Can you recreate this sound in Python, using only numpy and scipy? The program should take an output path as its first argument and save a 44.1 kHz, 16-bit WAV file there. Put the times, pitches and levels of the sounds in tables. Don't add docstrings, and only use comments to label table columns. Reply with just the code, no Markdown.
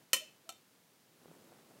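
import sys
import numpy as np
from scipy import signal
from scipy.fft import rfft, irfft
from scipy.io import wavfile
from scipy.ndimage import uniform_filter1d

SR = 44100
rng = np.random.default_rng(int(sys.argv[2]) if len(sys.argv) > 2 else 0)


def int16_out(signal):
    q = np.round(np.clip(np.atleast_2d(signal).T, -1, 1) * 32767)
    wavfile.write(sys.argv[1], SR, q.astype(np.int16))


N = 79380
TIME = np.arange(N) / SR


def from_db(db):
    return 10 ** (np.asarray(db) / 20)


def at_hz(points, hz):
    freqs, values = np.transpose(points)
    return np.interp(np.log(np.maximum(hz, 1)), np.log(freqs), values)


def coloured(x, spectrum):
    gain = from_db(at_hz(spectrum, np.fft.rfftfreq(N, 1 / SR)))
    gain /= np.sqrt(np.mean(gain ** 2))
    cepstrum = irfft(np.log(gain), N)
    fold = (1 + np.sign(np.arange(N))) * (np.arange(N) < N // 2)
    return irfft(rfft(x) * np.exp(rfft(cepstrum * fold)), N)


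def wobble(size):
    drift = uniform_filter1d(rng.standard_normal(N), size=size)
    return drift / drift.std()


def decay(start, t60):
    return (TIME >= start) * from_db(-60 * np.maximum(TIME - start, 0) / t60)


def ring(start, hz, t60):
    return decay(start, t60) * np.sin(2 * np.pi * hz * (TIME - start))


def swell(peak_s, width_s, hz, db):
    pitch = hz * (1 + 0.019 * wobble(size=300))
    phase = 2 * np.pi * np.cumsum(pitch) / SR
    return from_db(db) * np.exp(-((TIME - peak_s) / width_s) ** 2) * np.sin(phase)


def background():
    # f/Hz, level/dB per Hz
    spectrum = [(25, 8.5), (50, -28), (80, -5), (125, 9), (240, 4.5), (450, 3), (800, -0.5), (2000, -3),
                (5000, -5), (10000, -8), (16000, -9)]
    return from_db(-68) * coloured(rng.standard_normal(N), spectrum)


def fur_rustle():
    # t/s, level/dB
    rubbing = [(0, -65.5), (.08, -74.5), (.3, -72.5), (1.05, -81), (1.2, -67.5), (1.28, -63.5),
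               (1.37, -63.5), (1.43, -62.5), (1.54, -62), (1.64, -65.5), (1.72, -63.5), (1.8, -63)]
    # f/Hz, level/dB per Hz
    cloth = [(50, -20.5), (130, -3), (250, 3), (550, -3), (1000, -9), (2000, -15.5), (5000, -21),
             (10000, -21), (16000, -25.5)]
    level_db = np.interp(TIME, *np.transpose(rubbing))
    grain_db = 1.5 * wobble(size=200)
    return from_db(level_db + grain_db) * coloured(rng.standard_normal(N), cloth)


def dish_knocks():
    # t/s, ring level/dB, crack level/dB, crack fade time/s, place (0 = rim, 1 = foot)
    knocks = [(0.132, -29, -25, 0.073, 0.011), (0.4913, -47.5, -43, 0.038, 0.94)]
    # f/Hz, fade time/s, level struck at the rim/dB, level struck at the foot/dB
    tones = [(532.4, 0.062, -4, -22), (675, 0.055, -15, -0.5), (765, 0.048, -66, 2.5),
             (1016, 0.073, -12, -18), (1250, 0.042, -20, -6), (1328, 0.049, -6, 6.5),
             (1864, 0.037, -1, -12), (1958, .06, -4.5, -26), (2373, 0.08, -4.5, -4.5),
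             (2606, 0.052, -1, -29), (2660, 0.043, 0, -2), (2995, 0.041, 8, -9.5), (3060, 0.14, -0.5, -22),
             (3073, .08, 0, -3), (3587, 0.22, -18.5, -10), (3820, 0.064, -11.5, -1.5),
             (4190, 0.046, 0, -0.5), (4323, .06, -2.5, -1.5), (5535, .05, -2, -10), (5686, .08, -6.5, -16),
             (6160, 0.045, -7, -2), (6330, 0.065, -9, -9), (7050, 0.047, -0.5, -31),
             (7444, 0.045, -2.5, -2), (7700, 0.037, -10, 2), (8280, 0.076, -5.5, -14.5),
             (9233, 0.042, 3, -28), (10440, 0.092, -14.5, -14), (11770, 0.047, -1, -5),
             (12480, .045, -2.5, -27), (13600, .045, -10, -23)]
    # f/Hz, level/dB per Hz
    crack = [(30, -7), (80, -17.5), (200, -8), (320, -3.5), (600, -3.5), (840, -17), (1150, 3),
             (1600, -6.5), (2600, 1), (3100, 0), (3450, -9), (4250, 0.5), (4700, -6), (5600, 2),
             (9400, -0.5), (10000, -14.5), (10700, -1), (13500, -4.5), (16000, -12.5)]
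    out = np.zeros(N)
    for start, ring_db, crack_db, crack_t60, place in knocks:
        snap = from_db(3.5) * decay(start, t60=0.0041)
        contact = decay(start, crack_t60) + snap
        out += from_db(crack_db) * coloured(contact * rng.standard_normal(N), crack)
        for k, (hz, t60, rim_db, foot_db) in enumerate(tones):
            level_db = ring_db + (1 - place) * rim_db + place * foot_db
            out += (-1) ** k * from_db(level_db) * ring(start, hz, t60)
    return out


def room(x):
    # delay/s, level/dB
    reflections = [(.009, -12.5), (0.0117, -13.5), (0.032, -17.5)]
    # f/Hz, fade time/s
    fade_times = [(150, 0.5), (600, 0.39), (1300, 0.19), (2800, 0.38), (6000, .3), (14000, 0.23)]
    tail_db, build_up_s = -13, 0.0044
    edges_hz = np.geomspace(90, 18000, 13)
    tail = np.zeros(N)
    for low, high in zip(edges_hz, edges_hz[1:]):
        band_pass = signal.butter(2, [low, high], "band", fs=SR, output="sos")
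        band = signal.sosfilt(band_pass, rng.standard_normal(N))
        tail += band * decay(0, at_hz(fade_times, np.sqrt(low * high)))
    tail *= 1 - np.exp(-TIME / build_up_s)
    echoes = sum(from_db(db) * np.pad(x, (int(delay * SR), 0))[:N] for delay, db in reflections)
    wash = signal.fftconvolve(x, tail / np.linalg.norm(tail))[:N]
    return x + echoes + from_db(tail_db) * wash


def faint_hums():
    # peak t/s, width/s, f/Hz, level/dB
    hums = [(.225, 0.013, 622, -52), (.285, 0.028, 2640, -64), (0.478, 0.015, 660, -63.5)]
    return sum(swell(*hum) for hum in hums)


def cloth_ticks():
    # t/s, level/dB, f/Hz
    ticks = [(1.2574, -41.5, 453), (1.282, -46.5, 513), (1.3141, -43.5, 520), (1.402, -68, 396),
             (1.5203, -44.5, 590), (1.527, -46.5, 596), (1.709, -48, 573), (1.768, -50, 565)]
    fade_cycles, overtone_ratio, overtone_db = 4.7, 2.56, -8.5
    out = np.zeros(N)
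    for start, db, hz in ticks:
        upper_hz = hz * overtone_ratio
        tone = ring(start, hz, fade_cycles / hz)
        overtone = from_db(overtone_db) * ring(start, upper_hz, fade_cycles / upper_hz)
        out += from_db(db) * (tone - overtone)
    return out


def mattress_thud():
    return swell(peak_s=1.3, width_s=0.025, hz=164.5, db=-58.5)


def scene():
    hums = faint_hums()
    dish = room(dish_knocks())
    bedding = fur_rustle() + cloth_ticks() + mattress_thud()
    return (dish + hums + bedding + background())[None]


def record(dry):
    low_cut_hz, high_cut_hz = 86.6, 15900
    thin = signal.sosfilt(signal.butter(2, low_cut_hz, "high", fs=SR, output="sos"), dry)
    return signal.sosfilt(signal.ellip(10, .2, 80, high_cut_hz, fs=SR, output="sos"), thin)


dry = scene()
out = record(dry)
int16_out(out)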